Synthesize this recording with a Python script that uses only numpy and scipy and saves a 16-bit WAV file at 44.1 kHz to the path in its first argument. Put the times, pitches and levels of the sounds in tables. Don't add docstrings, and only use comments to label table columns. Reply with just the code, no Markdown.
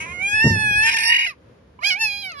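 import sys
import numpy as np
from scipy import signal
from scipy.fft import rfft, irfft, next_fast_len
from scipy.io import wavfile
from scipy.ndimage import uniform_filter1d, map_coordinates

SR = 44100
rng = np.random.default_rng(int(sys.argv[2]) if len(sys.argv) > 2 else 0)


def wav_out(sig):
    wavfile.write(sys.argv[1], SR, np.round(np.clip(np.atleast_2d(sig).T, -1, 1) * 32767).astype(np.int16))


def invert_db(x):
    u = np.asarray(x, float) / 20
    return 10 ** u


N = 105840


def unit(x):
    return x / np.sqrt(np.mean(x ** 2) + 1e-20)


def along(points, hz):
    f, v = np.transpose(points)
    return np.interp(np.log(hz + 1), np.log(f + 1), v)


def curves(rows):
    s, *cols = np.transpose(sorted(rows))
    return [np.interp(np.arange(N) / SR, s, c) for c in cols]


def wobble(rate_hz):
    points = rng.standard_normal(int(N * rate_hz / SR) + 4)
    return map_coordinates(points, [np.arange(N) * rate_hz / SR])


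def crossfade(position, shapes):
    return sum(np.clip(1 - abs(position - k), 0, 1) * shape for k, shape in enumerate(shapes))


def filtered(x, response):
    m = next_fast_len(N + SR // 2)
    return irfft(rfft(x, m) * response(np.fft.rfftfreq(m, 1 / SR)), m)[..., :N]


def resonant(x, peaks):
    def response(f):
        return sum(invert_db(db) * (1j * f * width / (centre ** 2 - f * f + 1j * f * width)) ** 3
                   for centre, width, db in peaks)
    return filtered(x, response)


def rings(hits, partials):
    out = np.zeros(N + SR)
    t = np.arange(SR // 2) / SR
    attack = 1 - np.exp(-t / 0.0012)
    for (s, db, hz, t60), luck in zip(hits, rng.standard_normal((len(hits), 8))):
        ring = 0
        for (ratio, partial_db, share), z in zip(partials, luck):
            decay = invert_db(db + partial_db + 2 * z - 60 * t / (t60 * share))
            ring = ring + decay * np.sin(2 * np.pi * hz * ratio * t)
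        out[round(s * SR):][:len(t)] += attack * ring
    return out[:N]


def room():
    # frequency_hz, density_db
    hum = [(15, -58), (25, -70), (59, 3), (329, -12), (525, -9.5), (776, -22.5), (908, -20), (1790, -25.5),
           (12600, -48.5), (16400, -81), (22000, -120)]
    # frequency_hz, likeness_0_to_1
    likeness = [(60, 0.99), (200, 0.94), (580, .1), (1250, 0.078)]
    # time_s, lift_db
    shuffle = [(0, 8.5), (.15, 8), (.3, 6), (.5, 9), (.9, 5), (1.3, -2), (2.4, -1.5)]

    def spread(hz):
        angle = np.arccos(np.clip(along(likeness, hz), -1, 1)) / 2
        return invert_db(along(hum, hz)) * np.array([np.cos(angle), np.sin(angle)])

    mid, side = filtered(rng.standard_normal((2, N)), spread)
    shuffle_db, = curves(shuffle)
    level_db = -48.5 + shuffle_db + 1.2 * wobble(8)
    return unit(np.array([mid + side, mid - side])) * invert_db(level_db)


def cry_gestures():
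    # start_s, pitch_hz, level_db, mouth_opening_0_to_1, brightness_db
    onset = [
        (0.01, 633, -29, 0.44, -2),
        (.045, 653, -32, 0.43, -7.5),
        (.06, 669, -36, 0.36, -6.5),
        (0.13, 717.4, -34.5, 0.42, -5.5),
        (0.182, 715, -34, 0.41, -9),
        (.214, 748, -26, 0.44, -12),
        (.23, 778, -24.5, 0.44, -9),
        (0.262, 794.5, -20.5, 0.52, -8),
        (0.304, 826.7, -25, 0.9, 1),
    ]
    clear = [
        (0.33, 837.5, -18, 1, -0.18),
        (0.356, 869.3, -17.5, 0.98, -2),
        (0.391, 862.6, -16, 0.97, -2),
        (0.434, 912, -14.5, 0.85, -2),
        (0.485, 924.8, -20.5, 0.7, -1.6),
        (0.577, 860.7, -23, 0.84, -1.6),
        (0.605, 869.6, -20.5, 0.71, -3.4),
        (0.734, 822.4, -17.5, 0.99, -1.7),
        (0.821, 869.3, -16, 0.9, -0.2),
    ]
    strained = [
        (0.849, 892, -15.5, 0.74, -0.5),
        (0.886, 912.3, -15, 0.79, -1),
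        (0.915, 937, -23.5, 0.63, 2),
        (.95, 900.6, -19, 0.74, 2),
        (1.015, 900.7, -22, 0.69, 2.5),
        (1.072, 922.3, -17.5, 0.72, 5.5),
        (1.118, 953, -14.5, 0.78, -6.5),
        (1.18, 944.7, -19, 0.74, -4),
        (1.236, 964, -21, 0.74, -7),
    ]
    fall = [
        (1.258, 898, -23.5, 0.65, -5),
        (1.264, 706.7, -22.5, 0.8, -7.5),
        (1.297, 643.4, -30, 0.48, 0.5),
        (1.321, 571, -44.5, 0.29, 5.5),
        (1.342, 467, -59, 0.022, -22),
    ]
    silent = [
        (1.37, 470, -90, 0, 0),
        (1.79, 520, -90, .5, 0),
    ]
    gasp = [
        (1.808, 573, -48.5, 0.28, 2),
        (1.821, 600, -37.5, 0.27, 0),
    ]
    yelp = [
        (1.834, 713, -21.5, 0.4, -2),
        (1.846, 774.4, -17, 0.79, 2),
        (1.878, 826, -19, 0.93, 8),
        (1.894, 829, -19.5, 0.78, 8.5),
        (1.91, 737, -16.5, 0.96, -3.5),
        (1.932, 719, -18, 0.78, -5.5),
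        (1.954, 746, -24.5, 0.44, -11),
        (1.984, 852, -33, 0.4, -9.5),
    ]
    mew = [
        (1.99, 882, -32, 0.42, 1.1),
        (2.016, 901.3, -16.5, 0.63, 1.4),
        (2.048, 878.7, -18.5, 0.57, 2),
        (2.1, 810, -27, 0.49, 3),
        (2.14, 813.6, -28.5, 0.46, 10),
        (2.214, 820.6, -35, 0.44, 18),
        (2.252, 761, -29, 0.42, 16),
        (2.284, 741, -28, 0.45, 0.953),
        (2.31, 693, -31.5, 0.45, 3),
    ]
    moan = [
        (2.331, 630, -38, .3, 1.8),
        (2.353, 579, -40, 0.098, 7.4),
        (2.4, 555, -34.5, 0.11, 17),
    ]
    return curves(onset + clear + strained + fall + silent + gasp + yelp + mew + moan)


def vocal_folds(pitch):
    # time_s, flutter_depth, chaos_0_to_1, slip_share (tone sliding from second harmonic to third)
    roughness = [(0, 0, .16, 0), (.05, .2, .18, 0), (.07, .2, .12, 0), (.13, .1, .1, 0), (.24, 0, .03, 0),
                 (.3, 0, .007, 0), (.815, 0, .005, 0), (.84, .3, .22, 0), (.855, .15, .1, 0),
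                 (.87, .4, .18, 0), (.89, .9, .16, .1), (.905, .5, .42, .3), (.94, .5, .42, .2),
                 (.945, 0, .07, 0), (.961, 0, .07, 0), (.966, .5, .42, .2), (1.0, .5, .35, .4),
                 (1.045, .5, .3, .5), (1.055, .1, .14, .25), (1.08, .1, .16, .25), (1.09, .35, .2, .4),
                 (1.115, .15, .2, .4), (1.125, .2, .32, 1), (1.2, .2, .4, 1.1), (1.255, .15, .42, 1.3),
                 (1.268, 0, .04, 0), (1.8, 0, .12, 0), (1.835, 0, .05, 0), (1.9, 0, .09, 0),
                 (2.0, 0, .012, 0)]
    flutter, chaos, slip_share = curves(roughness)
    flutter = flutter * invert_db(3 * wobble(60))
    doubled = 1.32 * np.clip((0.14 - np.arange(N) / SR) / 0.021, 0, 1)

    phase = 2 * np.pi * np.cumsum(pitch) / SR
    flutter_hz, beat_hz, chaos_hz, chaos_bend = 290, 110, 140, 1.4
    flutter_phase = 2 * np.pi * np.cumsum(flutter_hz * (1 + 0.12 * wobble(25))) / SR
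    bent = phase - 0.35 * flutter * np.sin(flutter_phase) + chaos_bend * chaos * wobble(chaos_hz)
    size = 1 + doubled * np.cos(phase / 2) + flutter * np.cos(flutter_phase) + chaos * wobble(chaos_hz)
    pulses = size * sum(np.cos(k * bent) * (k * pitch < 14000) for k in range(1, 24))

    climb = np.cumsum(beat_hz * (1 + 0.4 * wobble(30))) / SR % 1
    slip = bent + phase + 2 * np.pi * np.cumsum(pitch * climb) / SR
    slipping = invert_db(-1) * (np.cos(slip) + invert_db(-3) * np.cos(2 * slip))
    pulses = pulses + slip_share * slipping
    pulses = pulses + 1.7 * chaos * (1 + np.cos(bent)) * rng.standard_normal(N)

    fundamental = invert_db(-8 * slip_share) * np.cos(phase + chaos_bend * chaos * wobble(chaos_hz))
    fundamental = fundamental * (1 + chaos * wobble(450))
    return pulses, fundamental


def mouth_cavity(pulses, opening):
    # centre_hz, width_hz, level_db
    shut = [(1257, 1070, 8), (2150, 220, 9), (3930, 310, -13)]
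    narrow = [(2275, 712, 2), (3505, 510, -24)]
    wide = [(1815, 622, -0.0024), (2766, 600, 0.66)]
    gape = [(2020, 1000, 1), (2960, 590, 1), (4830, 1700, -12)]
    first_cry = np.arange(N) / SR < 1.79
    widest = np.where(first_cry, resonant(pulses, wide), resonant(pulses, gape))
    shapes = [resonant(pulses, shut), resonant(pulses, narrow), widest]
    return crossfade(2 * np.clip(opening, 0, 1), shapes)


def head_cavity(pulses):
    # centre_hz, width_hz, level_db
    tucked = [(3560, 530, -26), (5150, 810, -20), (6520, 1800, -13), (9520, 1800, -16.5)]
    raised = [(4055, 860, -19.5), (5080, 2470, -18), (9200, 1000, -23), (10400, 1100, -26.5)]
    strained = [(3900, 400, -29), (4750, 650, -14), (5550, 520, -16), (9200, 1300, -19), (10800, 1200, -25)]
    turned = [(3980, 330, -21), (4950, 1100, -15.5), (6500, 790, -18.5), (10160, 2200, -25.5)]
    sinking = [(3240, 570, -11.5), (4340, 890, -11), (4860, 700, -12), (6550, 490, -26.5),
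               (10500, 2800, -29.5)]
    # time_s, head_shape (0 tucked, 1 raised, 2 strained, 3 turned, 4 sinking; 5 mutes them all)
    posture = [(.22, 0), (.32, 0.5), (.8, 2), (.86, 0.5), (1.5, 5), (1.6, 2.5), (2.05, 3), (2.14, 4.5)]
    heads = [tucked, raised, strained, turned, sinking]
    return crossfade(curves(posture)[0], [resonant(pulses, head) for head in heads])


def puppy():
    # centre_hz, width_hz, level_db
    chest = [(928, 540, -23.5)]
    pitch, level_db, opening, bright_db = cry_gestures()
    pitch = uniform_filter1d(pitch, size=400) * (1 + 0.004 * wobble(25.04))
    pulses, fundamental = vocal_folds(pitch)
    voice = mouth_cavity(pulses, opening) + resonant(fundamental, chest)
    voice = voice + invert_db(bright_db) * head_cavity(pulses)
    steady = voice / np.sqrt(np.abs(uniform_filter1d(voice ** 2, size=1300)) + 1e-9)
    return steady * invert_db(uniform_filter1d(level_db, size=200))


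def gap(x):
    # delay_ms, gain
    walls_before = [
        [(0, 0.34), (.35, 0.38), (.9, -0.65), (1.7, 0.14), (3.1, 0.3)],
        [(.25, 1.253), (.55, -0.55), (1.2, 0.98), (2.3, 0.14), (3.7, 0.12)],
    ]
    walls_after = [
        [(.2, -0.63), (.45, -0.65), (.8, -0.037), (1.5, 0.98), (2.9, 0.63)],
        [(0, 1.67), (.3, 0.026), (1.0, 0.069), (2.0, 0.24), (3.5, 0.3)],
    ]
    # time_s, share of the turned walls
    turning = [(0, 0.12), (1.0, 0.017), (1.3, 0.13), (1.8, 0.34), (2.4, 0.56)]
    # time_s, level_db nearer the left port
    lean = [(0, 4), (.18, -0.5), (.3, 4), (.5, -2), (.7, 2), (1, 2), (1.1, 0), (1.2, 1.5), (1.8, -1),
            (2.2, -1), (2.3, -1)]

    def combed(ports):
        def echoes(f):
            return np.array([sum(gain * np.exp(-2j * np.pi * f * ms / 1000) for ms, gain in port)
                             for port in ports])
        return filtered(x, echoes)

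    turn = np.clip(curves(turning)[0], 0, 1)
    near = (1 - turn) * combed(walls_before) + turn * combed(walls_after)
    t = np.arange(SR // 3) / SR
    tail = rng.standard_normal((2, len(t))) * invert_db(-60 * t / 0.13)
    far = signal.fftconvolve(x[None], tail / np.linalg.norm(tail[0]), axes=1)[:, :N]
    return (near + invert_db(-11) * far) * invert_db(np.outer([1, -1], curves(lean)[0]))


def furniture():
    # start_s, level_db, pitch_hz, t60_s
    bumps = [
        (.09, -33.5, 73.3, 0.21),
        (.33, -37, 102, 0.33),
        (.443, -8.5, 146, 0.082),
        (.455, -5.5, 124.8, 0.17),
        (.47, -5, 150, 0.056),
        (.503, -13.5, 98.1, 0.33),
        (.555, -22, 114.2, 0.32),
        (.63, -30, 120.6, 0.58),
        (.71, -19.5, 95.4, 0.058),
        (.755, -26, 58, 0.35),
    ]
    # ratio, level_db, t60_share
    panel = [(1, 2, 0.92), (1.7, -4.5, 0.87), (2.3, -5, 0.49), (3.6, -12.5, 0.62), (5.1, -10.5, 0.13)]
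    left = rings(bumps, panel)
    right = filtered(left, lambda f: invert_db(-1.0) * np.exp(-2j * np.pi * f * 0.00011))
    return np.array([left, right])


def ticks():
    # start_s, level_db, pitch_hz, t60_s
    contacts = [
        (1.788, -41.5, 995, 0.13),
        (1.79, -46.5, 2250, 0.06),
        (2.318, -29, 4733, 0.019),
        (2.319, -29, 6500, 0.0078),
    ]
    return rings(contacts, [(1, 4.5, 0.65), (1.3, 2.5, 0.56)])


def scene():
    return gap(puppy() + ticks()) + furniture() + room()


def band_limit(x):
    return signal.sosfilt(signal.butter(12, 12730, fs=SR, output="sos"), x)


def record(dry):
    low_hz, top_hz, notch_hz, notch_width_hz = 45, 11800, 7900, 1900

    def microphone(f):
        bass_cut = (1j * f / (low_hz + 1j * f)) ** 3
        top_cut = 1 / np.sqrt(1 + (f / top_hz) ** 20)
        band = 1j * f * notch_width_hz
        dip = 1 - 0.93 * band / (notch_hz ** 2 - f * f + band)
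        return bass_cut * top_cut * dip

    return band_limit(filtered(dry, microphone))


dry = scene()
out = record(dry)
wav_out(out)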